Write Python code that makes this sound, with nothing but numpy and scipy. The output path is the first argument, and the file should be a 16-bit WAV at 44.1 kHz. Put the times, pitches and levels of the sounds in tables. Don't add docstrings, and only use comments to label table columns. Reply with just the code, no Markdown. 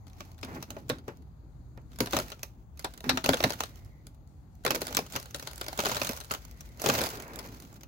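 import sys
import numpy as np
from scipy import signal
from scipy.fft import rfft, irfft
from scipy.io import wavfile
from scipy.ndimage import uniform_filter1d

SR = 44100
rng = np.random.default_rng(int(sys.argv[2]) if len(sys.argv) > 2 else 0)


def put_to_file(sound):
    columns = np.atleast_2d(sound).T
    safe = np.clip(columns, -1, 1)
    whole_steps = np.round(safe * 32767)
    wavfile.write(sys.argv[1], SR, whole_steps.astype(np.int16))


def boost(x):
    u = np.asarray(x, float) / 20
    return 10 ** u


N = 347067

# start in seconds, crack peak in dB, thud in dB re crack,
# snap in dB re crack, knock in Hz.
TOE_BREAKS = [(0.767, -46, 11, -9, 640), (0.8987, -22.5, -1.5, -6.5, 450), (1.0809, -43.5, 12, -1.5, 345),
              (1.777, -60.5, 15, -10.5, 540), (2.0054, -20, -2.5, -1, 402), (2.0725, -32.5, -2, -7.5, 630),
              (2.1335, -23, 0.5, -7, 666), (2.1466, -32, -16.5, -7, 440), (2.167, -19.5, -4, -4, 620),
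              (2.1887, -26.5, -5, -0.5, 560), (2.1998, -27.5, -7.5, -6.5, 560)]
STAMP_BREAKS = [(2.8458, -28, -2, -2, 700), (2.847, -45, 9.5, -14.5, 1040), (3.0416, -39, 4.5, -6, 221),
                (3.094, -14, -12.5, -12, 1290), (3.174, -21.5, -6, -8.5, 1470),
                (3.2424, -24.5, -6.5, -3, 240), (3.261, -20.5, -8, -3.5, 577), (3.2913, -15, -1, -9.5, 598),
                (3.3254, -44, -8, 7.5, 1490), (3.3341, -19, -5, -14, 551), (3.3428, -24, -3, -1.5, 453),
                (3.371, -32, -7.5, -3.5, 403), (3.405, -22.5, -3.5, -9, 560), (3.4279, -32, 1, -4, 540),
                (3.44, -14.5, -4.5, -7.5, 630), (3.505, -25.5, -6, -3.5, 553),
                (3.5224, -30.5, -26, -6.5, 1500), (3.606, -22.5, -8, -3, 870)]
LEAN_BREAKS = [(4.6506, -25, -2.5, -1, 560), (4.6644, -21.5, -3.5, -7, 1640), (4.678, -25.5, -7.5, -9, 560),
               (4.7068, -18.5, -7.5, -3.5, 534), (4.7193, -28.5, -2, -6, 300), (4.7479, -25.5, -6, -4, 516),
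               (4.754, -29.5, -25, 4.5, 550), (4.76, -28, -3.5, -3, 540), (4.8179, -29, -1, 2, 540),
               (4.908, -43, 3.5, 1.5, 674), (4.9486, -28.5, -11, 5.5, 235), (4.9705, -19, -12, -5, 423),
               (4.9773, -33, 0, -4.5, 447), (4.99, -27, 0.5, -3, 610), (5.155, -31, -2, -7, 620),
               (5.162, -25, -8, -1, 1150)]
GRIND_BREAKS = [(5.346, -30, -9, -1, 533), (5.4736, -29.5, -11, -3, 840), (5.613, -29, -5, -1, 485),
                (5.6835, -29.5, -8, -3.5, 610), (5.73, -36.5, -4, -2, 790), (5.791, -23, -1.5, -7.5, 830),
                (5.8035, -26, -39, -1, 930), (5.8373, -43, 6, -4, 593), (5.851, -27.5, -7, -2.5, 910),
                (5.8575, -21, -9.5, -7, 930), (5.8666, -25, -4.5, -3.5, 680), (5.8868, -41.5, 5, 12, 560),
                (5.8965, -27.5, -10, -25.5, 1200), (5.916, -26.5, -4.5, -1.5, 910),
                (5.926, -34, -9, -5.5, 1390), (5.947, -29.5, -23, -2, 680), (5.9568, -31.5, -9, -1, 565),
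                (5.968, -25, -9, -5.5, 560), (6.0167, -22.5, -4, -14, 532), (6.0705, -29.5, -18, 1.5, 590),
                (6.0918, -29, -1.5, 1.5, 560), (6.3106, -26.5, -6.5, -14.5, 1190),
                (6.3384, -33.5, -3, 5, 1380)]
LAST_BREAKS = [(6.8186, -43.5, 10, 16.5, 597), (6.8413, -38.5, 10.5, 8, 600), (6.861, -21.5, 1, -4, 416),
               (6.8892, -24, 6.5, 5.5, 544), (6.899, -17.5, -32, -12, 640), (6.938, -31, 2, 6, 545),
               (6.9516, -27.5, -7, -17, 560), (6.9798, -34.5, 3.5, 5, 560), (6.9889, -26, -3, -5, 550),
               (7.0087, -26, -26, -5, 1480), (7.016, -24.5, -2, -0.5, 520), (7.038, -28, -6.5, -0.5, 580),
               (7.061, -33, -39, 0, 550), (7.068, -33.5, -4, 2.5, 920)]
# start in seconds, crack peak in dB, snap in dB re crack.
TICKS = [(0.069, -53.5, -1), (0.2067, -35, -6.5), (0.317, -54, -1), (0.3894, -53, -3),
         (0.4312, -30.5, -12.5), (0.4488, -39.5, -1), (0.6268, -35.5, -1), (0.7051, -34, 0),
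         (0.8831, -54, 1), (0.8936, -37.5, 5.5), (1.1718, -63, 7), (0.9853, -48.5, -3.5),
         (1.933, -54, -3), (1.988, -38.5, 2), (2.0601, -34.5, 0.5), (2.1095, -42, 6.5),
         (2.263, -49, -3), (2.302, -42.5, -0.5), (2.3191, -36, -6), (2.394, -51, 1),
         (2.432, -34, 3.5), (2.7943, -40.5, 4.5), (2.938, -47.5, 2), (2.977, -46, 5),
         (3.0063, -40.5, -1), (3.497, -35, 0), (3.5338, -33, -1), (3.6366, -29.5, -1),
         (3.758, -55, 5.5), (4.0691, -48, 6),
         (4.853, -44.5, 2), (4.8697, -32, 2), (4.8807, -33.5, -2), (4.927, -33.5, -2),
                (5.064, -46, 1.5), (5.123, -45.5, 10), (5.1354, -39, -2), (5.2, -42, 4),
                (5.228, -44.5, 4.5), (5.258, -43.5, 1), (5.309, -48, 4.5), (5.361, -45.5, 8),
                (5.397, -37, 1), (5.426, -37, 0.5), (5.5126, -42, 0.5), (5.5332, -44.5, 4.5),
                (5.559, -51, 12), (5.5798, -43, 5.5), (5.643, -42, 2), (5.665, -35, -1.5), (5.76, -58, 4),
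                (5.7762, -33.5, 1), (5.905, -34, -10), (6, -52, 2), (6.033, -37, 7), (6.0474, -32.5, 3),
                (6.133, -38, 1), (6.173, -41.5, 4),
         (6.2032, -41, 6), (6.2105, -38.5, -0.5), (6.2464, -46.5, 4), (6.322, -31, -4),
              (6.348, -31.5, -4), (6.4508, -49.5, 6), (6.5122, -52.5, 7), (6.608, -45.5, 7),
              (6.7733, -62, 12), (6.798, -39.5, 0.5), (7.089, -37.5, 3), (7.103, -39, 4),
              (7.1165, -47.5, -1), (7.1544, -46, 1.5), (7.173, -42, 0), (7.2003, -39.5, 1),
              (7.223, -47.5, 8.5), (7.2799, -59.5, 15), (7.335, -44, -2), (7.3588, -45.5, 8),
              (7.3903, -36, 2.5), (7.4616, -49, 4), (7.4742, -56.5, 12.5), (7.601, -50, 6.5),
              (7.623, -49.5, 3), (7.651, -51, 0), (7.729, -57, 8), (7.742, -63, 13), (7.81, -52, 3),
              (7.834, -46, 3.5)]
# start in seconds, crack peak in dB, snap in dB re crack.
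SLIVERS = [(0.081, -55, 1), (0.0994, -56, -3), (0.1322, -56.5, 0), (0.2515, -69, 16), (0.3456, -59, -1),
           (0.381, -52.5, -3), (0.413, -56, 6), (0.4873, -63, 1), (2.126, -35, 0), (0.8161, -67, 3),
           (1.2226, -63, -3), (4.553, -68, 8), (1.8163, -72, 3), (1.9181, -54, -4), (1.96, -51, 1),
           (2.2826, -45, -2), (2.7743, -54, 4.5), (2.825, -55, 3), (3.717, -61, -3), (3.8487, -62.5, 7),
           (4.1465, -69.5, 6.5), (4.275, -72, 12), (5.101, -55, 7), (5.386, -52, 5), (6.112, -44, 10.5),
           (6.1657, -47.5, 12), (6.2389, -53, 7), (6.2536, -58, 9), (6.3, -47, -2), (6.315, -39.5, 11),
           (6.4193, -58, 4), (6.5735, -64.5, 9), (6.653, -62, 0), (6.69, -59, 6), (6.7386, -63, 2),
           (7.429, -56, 4), (7.443, -47.5, -4), (7.544, -59, 5), (7.5726, -54, -1), (4.638, -53, 0),
           (4.808, -42, 2), (4.8133, -42, 2)]
# start in seconds, crack peak in dB, snap in dB re crack.
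STROKES = [(1.775, -55.5, -3), (2.0045, -27, -2), (2.134, -30, -4), (2.432, -39, -2), (3.2916, -18, -5),
           (3.4401, -29, -15), (4.6647, -30, -2), (4.969, -24, 9), (5.199, -53, 10), (5.7931, -26, -5),
           (6.0165, -32, -6), (6.862, -23.5, -4), (6.899, -26, -5), (5.8378, -33, -2), (4.979, -32, 2)]
# frequency in Hz, density in dB per Hz.
ICE_COLOUR = [(410, -61), (700, -6), (1120, -6), (1480, 0.5), (1660, -8), (2160, -9), (4050, -7),
              (6740, -7.5), (8530, -17), (15200, -12.5), (16000, -11)]
# frequency in Hz, level in dB, t60 in seconds.
PLATE_MODES = [(133.3, -2.5, 0.12), (252, 5.5, 0.066), (396, 5.5, 0.07), (560, 4, 0.11), (680, -6, 0.035),
               (910, -0.5, 0.11)]
# start in seconds, peak in dB, pitch in
# Hz, t60 in seconds.
LOOSE_SLABS = [(0.485, -34, 363, 0.059), (0.512, -32, 250, 0.045), (2.011, -17, 348, 0.05),
               (2.026, -22, 312, 0.05), (2.168, -20, 638, 0.06), (2.192, -26, 576, 0.055),
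               (2.855, -22, 978, 0.054), (3.447, -20, 382, 0.042), (3.459, -18, 296, 0.084),
               (4.662, -18, 466, 0.058), (4.686, -24, 270, 0.047), (3.403, -24, 570, 0.04),
               (4.746, -21, 378, 0.037), (4.769, -21, 466, 0.046), (4.818, -18, 408, 0.047),
               (3.446, -14, 560, 0.04), (4.994, -28, 570, 0.043), (5.728, -20, 770, 0.031),
               (5.792, -22, 804, 0.045), (5.836, -20, 570, 0.046), (5.865, -19, 390, 0.07),
               (5.894, -25, 647, 0.04), (6.017, -22, 581, 0.067), (6.097, -15.5, 239, 0.043),
               (6.308, -20, 1235, 0.063), (6.86, -17, 620, 0.085), (6.8908, -6, 590, 0.016),
               (7.017, -25, 530, 0.068),
               (1.082, -22, 398, 0.021), (1.081, -26, 900, .025), (3.2908, 0.5, 420, .011),
              (2.0039, -11.5, 480, 0.012), (2.008, -16, 425, .05), (2.02, -23, 380, .05),
              (3.074, -31, 252, .07), (3.095, -23, 1400, .025), (3.176, -25, 1450, .02),
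              (3.294, -18.5, 250, .07), (3.31, -25.5, 404, .05), (3.442, -15.5, 142, .09),
              (3.44, -18.5, 2190, .025), (6.312, -10, 1310, .03)]
# start in seconds, hold in seconds, shard crackle in dB, boot weight in dB.
PUSHES = [(0.178, 0.11, -61.5, -52.5), (0.442, 0.16, -57, -41.5), (0.683, 0.13, -64, -46.5),
          (0.915, 0.0028, -60, -34), (1.079, .03, -63.5, -52), (1.77, 0.0072, -93, -48),
          (1.919, 0.027, -67, -58), (2.009, 0.012, -55, -31.5), (2.141, 0.034, -42, -34),
          (2.288, 0.022, -59, -55), (2.474, 0.029, -72, -68), (2.804, .02, -62, -56),
          (2.912, 0.075, -65, -62), (3.07, 0.084, -50.5, -32), (3.291, 0.019, -37.5, -28),
          (3.444, 0.015, -42.5, -30.5), (3.602, 0.012, -46.5, -51), (3.733, 0.14, -64.5, -60),
          (4.054, 0.009, -72, -53.5), (4.702, 0.16, -49, -44.5), (4.894, 0.12, -48, -46.5),
          (5.146, 0.021, -45, -43), (5.366, 0.33, -52, -71), (5.797, 0.14, -39.5, -44),
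          (5.93, 0.18, -40.5, -46.5), (6.312, 0.013, -48, -53), (6.423, 0.3, -61, -59.5),
          (6.866, 0.17, -33, -37.5), (7.116, 0.43, -58, -47), (7.517, 0.25, -62, -51)]
# frequency in Hz, width in Hz, level in dB.
POCKET_MODES = [(118, 52, -1), (251, 110, -3)]
# start in seconds, length in seconds, level in dB,
# upper resonance in Hz.
DRAGS = [
    (0.484, 0.087, -48, 2260),
    (7.123, 0.062, -45.5, 2300),
    (7.21, .25, -48, 2300),
]
# share of upper resonance, level in dB, relative width.
CRUMB_MODES = [(.15, 6, .5), (.3, -2.5, .4), (.6, 1, .3), (1., -6, .2)]
# start in seconds, length in seconds, level in dB.
SEEPS = [
    (3.68, .33, -73),
    (6.42, .37, -69),
]
# start in seconds, length in seconds, level in dB.
RUSTLES = [
    (1.5, 0.05, -85),
    (3.66, 0.22, -85),
    (4.29, 0.32, -81.5),
]
# frequency in Hz, left minus right in dB.
PORT_SHADE = [(60, 9.5), (110, 0), (200, 0), (380, 3), (700, -1), (1290, 0.5), (2380, -5), (4400, 3.5),
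              (8120, -1.5), (15000, -13.5)]
# frequency in Hz, density in dB per Hz.
TRAFFIC_COLOUR = [(30, -33), (42, -7.5), (58, -2), (100, -7), (150, -12.5), (220, -21.5), (450, -39),
                  (800, -34.5), (1200, -43)]
# frequency in Hz, density in dB per Hz.
AIR_COLOUR = [(1200, -2.5), (1640, -12), (3000, -26), (4500, -20.5), (5400, -30.5), (6600, -15),
              (8200, -27.5), (16000, -19.5)]

BREAK_S, SPAN = 0.005, 4096
PORT_LAG_S = 0.00048


def curve(points, hz):
    p = np.array(points)
    return boost(np.interp(np.log(hz + 1), np.log(p[:, 0]), p[:, 1]))


def band(hz, lo_hz, hi_hz):
    return 1 / np.sqrt((1 + (lo_hz / (hz + 1)) ** 6) * (1 + (hz / hi_hz) ** 6))


def shape(x, gain):
    return irfft(rfft(x) * gain, x.shape[-1])


def level(x, db):
    return x * boost(db) / np.sqrt(np.mean(x ** 2))


def crest(x):
    return x / np.sqrt(uniform_filter1d(x ** 2, size=64, axis=-1).max(axis=-1, keepdims=True))


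def walk(rate_hz):
    hold = int(SR / rate_hz)
    steps = np.repeat(rng.standard_normal(N // hold + 1), hold)
    return 1.328 * uniform_filter1d(uniform_filter1d(steps, hold), hold)[:N]


def ports(near, loose, hz, lag_s, share):
    bend = hz ** 2 / (hz ** 2 + 1000.0 ** 2)
    share = np.clip(share * bend, 0, 1)
    delayed = shape(near, np.sqrt(1 - share) * np.exp(-2j * np.pi * hz * lag_s * bend))
    left = delayed + shape(loose, np.sqrt(share))
    shade = np.sqrt(curve(PORT_SHADE, hz))
    return np.array([shape(left, shade), shape(near, 1 / shade)])


def splinters(t, run_s, tail_db, lead_db, hard_db):
    rupture_s, rupture_db = 0.0008, 21
    size = (len(run_s), SPAN)
    jerks = rng.standard_normal(size) * boost(4.78 * np.minimum(rng.exponential(size=size), 5))
    jerks[:, int((BREAK_S + rupture_s) * SR)] += boost(rupture_db + hard_db)
    late = np.maximum(t - BREAK_S, 0)
    creep = boost(lead_db) * np.exp((t - BREAK_S) / 0.00088)
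    scatter = np.exp(-late / 0.027) + boost(-6.5) * np.exp(-late / 0.0069)
    fading = np.exp(-late / run_s) + boost(tail_db) * scatter
    return jerks * np.where(t < BREAK_S, creep, fading)


def thuds(t, knock_hz):
    hz, db, t60_s = np.transpose(PLATE_MODES)
    chance = rng.standard_normal((len(knock_hz), 3, len(hz)))
    late = np.maximum(t - BREAK_S - 0.0005, 0)
    sag = late + 0.00086 * (1 - np.exp(-late / 0.0039))
    out = boost(11) * np.sin(2 * np.pi * knock_hz * sag) * np.exp(-np.log(1000) * late * knock_hz / 21.0)
    for k in range(len(hz)):
        pitch_hz = hz[k] * np.exp(0.1 * chance[:, 0, [k]])
        ring = np.sin(2 * np.pi * pitch_hz * sag) * np.exp(-np.log(1000) * late / t60_s[k])
        out = out + boost(db[k] + 0.77 * chance[:, 2, [k]]) * np.sign(chance[:, 1, [k]]) * ring
    return out


def fractures(rows, clean_db=0):
    s, db, thud_db, snap_db, knock_hz = np.transpose(rows)[:, :, None]
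    t, hz = np.arange(SPAN) / SR, np.fft.rfftfreq(SPAN, 1 / SR)
    chance = rng.standard_normal((len(s), 3))
    run_s = 0.0044 * boost(0.031 * (db + 32.0) + 3.2 * chance[:, [0]])
    spread = np.exp(-2j * np.pi * 0.0621 * np.sqrt(hz)) * curve(ICE_COLOUR, hz)
    octave = np.log2(hz + 1)
    comb = np.cos(5 * octave + 9 * chance[:, [2]]) + np.cos(11 * octave + 9 * chance[:, [1]])
    spread = spread * boost(2.5 * comb)
    thud = crest(thuds(t, knock_hz)) * boost(thud_db - 2.5)
    body = band(hz, 150, 1700) * (0.35 + 1 / (1 + 1j * (hz - knock_hz) / (0.15 * knock_hz)))
    tilt = boost(0.048 * (snap_db - thud_db) * np.log2((hz + 1) / 2500))
    crack_gain = tilt * spread * band(hz, 760, 4700)
    snap_gain = spread * band(hz, 6800, 12000 + 200 * clean_db)
    pair = []
    for _ in range(2):
        rumble = splinters(t, 2.2 * run_s, tail_db=-13.5, lead_db=-14.5, hard_db=clean_db - 6.5)
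        crack = splinters(t, run_s, tail_db=-14.0, lead_db=4.0 - clean_db, hard_db=clean_db)
        snap = splinters(t, 0.44 * run_s, tail_db=-21.0, lead_db=-6.0 - clean_db / 2, hard_db=clean_db)
        rumble = crest(shape(rumble, body)) * boost(thud_db - 2.5)
        crack = crest(shape(crack, crack_gain)) * boost(-2.0)
        snap = crest(shape(snap, snap_gain)) * boost(snap_db - 2.5)
        pair.append(crack + snap + thud + rumble)
    lean_db = 1.2 * chance[:, [1]]
    heard = ports(*pair, hz, PORT_LAG_S + 0.00004 * chance[:, [2]], share=0.95)
    heard = heard * boost(db + np.array([lean_db, -lean_db]))
    out = np.zeros((2, N + SPAN))
    starts = np.maximum((s[:, 0] - BREAK_S - 0.0006) * SR, 0).astype(int)
    for k, start in enumerate(starts):
        out[:, start:start + SPAN] += heard[:, k]
    return out[:, :N]


def slabs(hz):
    slab_db, attack_s, sag = -8, 0.0012, 0.045
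    t, out = np.arange(SPAN) / SR, np.zeros(N + SPAN)
    for s, db, pitch_hz, t60_s in LOOSE_SLABS:
        phase = 2 * np.pi * pitch_hz * (t + sag * 0.0037 * (1 - np.exp(-t / 0.005)))
        decay = np.exp(-np.log(1000) * t / np.clip(t60_s, 0.01, 0.09))
        start = int(s * SR)
        out[start:start + SPAN] -= boost(db + slab_db) * (1 - np.exp(-t / attack_s)) * decay * np.sin(phase)
    ring = out[:N]
    return ports(ring, ring, hz, PORT_LAG_S, share=0)


def load():
    rise_db_per_s, fall_db_per_s, landing_db_per_s = 297.5, 190, 699.5
    creep_db, creep_db_per_s, weight_steepness = -11, 59, 1.4
    groan_re_crackle_db, groan_re_weight_db = -2, -13.5
    rest_crackle_db, rest_groan_db, rest_weight_db = -103.5, -75, -54
    s, hold_s, crackle_db, weight_db = np.transpose(PUSHES)[:, :, None]
    t = np.arange(0, N + 64, 64) / SR
    early, late = np.maximum(s - t, 0), np.maximum(t - s - hold_s, 0)
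    release = boost(-fall_db_per_s * late) + boost(creep_db - creep_db_per_s * late)
    push = boost(-rise_db_per_s * early) * release
    press = push ** weight_steepness * boost(-landing_db_per_s * early)
    crackle = np.sum((push * boost(crackle_db)) ** 2, axis=0)
    weight = np.sum((press * boost(weight_db)) ** 2, axis=0)
    groan = crackle * boost(2 * groan_re_crackle_db) + weight * boost(2 * groan_re_weight_db)
    powers = (crackle + boost(2 * rest_crackle_db), groan + boost(2 * rest_groan_db),
              weight + boost(2 * rest_weight_db))
    return (np.interp(np.arange(N) / SR, t, 10 * np.log10(p)) for p in powers)


def shards(crackle_db, groan_db, hz):
    clusters = boost(2.0 * walk(60) + 2.5 * walk(250))
    sizes = boost(4.4 * np.minimum(rng.exponential(size=N), 5.5)) * clusters
    n = np.arange(600)
    smear = np.exp(-n / (0.00077 * SR)) + 0.035 * np.exp(-n / (0.0073 * SR))
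    ticks = rng.standard_normal((2, N)) * np.sqrt(signal.fftconvolve(sizes ** 2, smear)[:N])
    crackle = level(shape(ticks, curve(ICE_COLOUR, hz) * band(hz, 1400, 20000)), -3.5) * boost(crackle_db)
    modes = sum(boost(db) / np.hypot(1, (hz - f) / (0.39 * f)) for f, db, _ in PLATE_MODES)
    ring = modes * band(hz, 330, 1900) * np.hypot(1, hz / 900)
    grind = rng.standard_normal((2, N)) * boost(2.0 * walk(40) + 2.0 * walk(150))
    groan = level(shape(level(ticks, -6.0) + grind, ring), -5.0) * boost(groan_db)
    return ports(*(crackle + groan), hz, PORT_LAG_S, share=1.0)


def boot(weight_db, hz):
    modes = sum(boost(db) / np.hypot(1, 2 * (hz - f) / width_hz) for f, width_hz, db in POCKET_MODES)
    drum = shape(rng.standard_normal(N) * boost(3.0 * walk(25)), modes * band(hz, 38, 540))
    hum_hz = POCKET_MODES[-1][0] * (1 + 0.0401 * walk(13))
    hum = np.sin(2 * np.pi * np.cumsum(hum_hz) / SR) * boost(0.79 * (weight_db + 24.5))
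    return (level(drum, -6.5) + hum) * boost(weight_db)


def drags(hz):
    t, out = np.arange(N) / SR, 0
    slips_db = 3.0 * np.minimum(rng.exponential(size=N), 4) + 1.8 * walk(90)
    grains = rng.standard_normal((2, N)) * boost(slips_db)
    for s, length_s, db, top_hz in DRAGS:
        modes = sum(boost(mode_db) / np.hypot(1, ((hz - k * top_hz) / (width * k * top_hz)) ** 2)
                    for k, mode_db, width in CRUMB_MODES)
        fade = boost(-900 * np.maximum(s - t, 0) - 300 * np.maximum(t - s - length_s, 0))
        out = out + level(shape(grains, modes * band(hz, 250, 2800)), db) * fade
    return ports(*out, hz, PORT_LAG_S, share=0.6)


def seep(hz):
    seep_hz, width_hz = 2030, 140
    t = np.arange(N) / SR
    whistle = 1 / np.hypot(1, ((hz - seep_hz) / width_hz) ** 2)
    hiss = level(shape(rng.standard_normal((2, N)), whistle), 0)
    return hiss * sum(boost(db - 300 * np.maximum(np.maximum(s - t, t - s - length_s), 0))
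                      for s, length_s, db in SEEPS)


def sleeve(hz):
    t = np.arange(N) / SR
    rubbing = rng.standard_normal((2, N)) * boost(2.0 * walk(20))
    hiss = level(shape(rubbing, band(hz, 5900, 7600) + 0.32 * band(hz, 4000, 4900)), 0)
    return hiss * sum(boost(db - 900 * np.maximum(s - t, 0) - 60 * np.maximum(t - s - length_s, 0))
                      for s, length_s, db in RUSTLES)


def field(hz):
    air_db, field_db = -39.5, -49.5
    traffic = curve(TRAFFIC_COLOUR, hz) * band(hz, 36, 9000)
    colour = np.where(hz < 1200, traffic, curve(AIR_COLOUR, hz) * boost(air_db))
    mid, side = shape(rng.standard_normal((2, N)), colour)
    side = shape(side, np.clip(hz / 700, 0.3, 1))
    pair = np.array([mid + side, mid - side])
    out = 0
    for lo_hz in 20 * 2.0 ** np.arange(0, 10, 0.5):
        half_octave = (hz >= lo_hz) & (hz < 2 ** 0.5 * lo_hz)
        swell_db = 2.4 if lo_hz < 1000 else 2.8
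        out = out + shape(pair, half_octave) * boost(swell_db * walk(1.4) + 0.43 * walk(13.0))
    lean = curve([(30, 1.5), (400, -1.5), (5000, 11.0), (15000, -3.5)], hz)
    return level(np.array([shape(out[0], lean), shape(out[1], 1 / lean)]), field_db)


def scene():
    hz = np.fft.rfftfreq(N, 1 / SR)
    crackle_db, groan_db, weight_db = load()
    ticks = [(s, db, -9, snap_db, 600) for s, db, snap_db in TICKS]
    slivers = [(s, db, -18, snap_db, 600) for s, db, snap_db in SLIVERS]
    strokes = [(s, db, -24, snap_db, 600) for s, db, snap_db in STROKES]
    breaks = TOE_BREAKS + STAMP_BREAKS + LEAN_BREAKS + GRIND_BREAKS + LAST_BREAKS
    ice = fractures(breaks + ticks) + fractures(slivers) + fractures(strokes, clean_db=16)
    ice = ice + slabs(hz) + shards(crackle_db, groan_db, hz)
    boot_side_db = -13
    drum = boot(weight_db, hz) + boot(weight_db + boot_side_db, hz) * np.array([[1], [-1]])
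    return ice + drum + drags(hz) + seep(hz) + sleeve(hz) + field(hz)


def top_cut(x):
    return signal.sosfilt(signal.butter(12, 17150, fs=SR, output="sos"), x)


def record(dry):
    mix = np.tanh(dry)
    for stop_db, top_hz in [(24, 15900), (50, 16600)]:
        mix = signal.sosfilt(signal.ellip(8, 0.2, stop_db, top_hz, fs=SR, output="sos"), mix)
    return top_cut(mix)


dry = scene()
out = record(dry)
put_to_file(out)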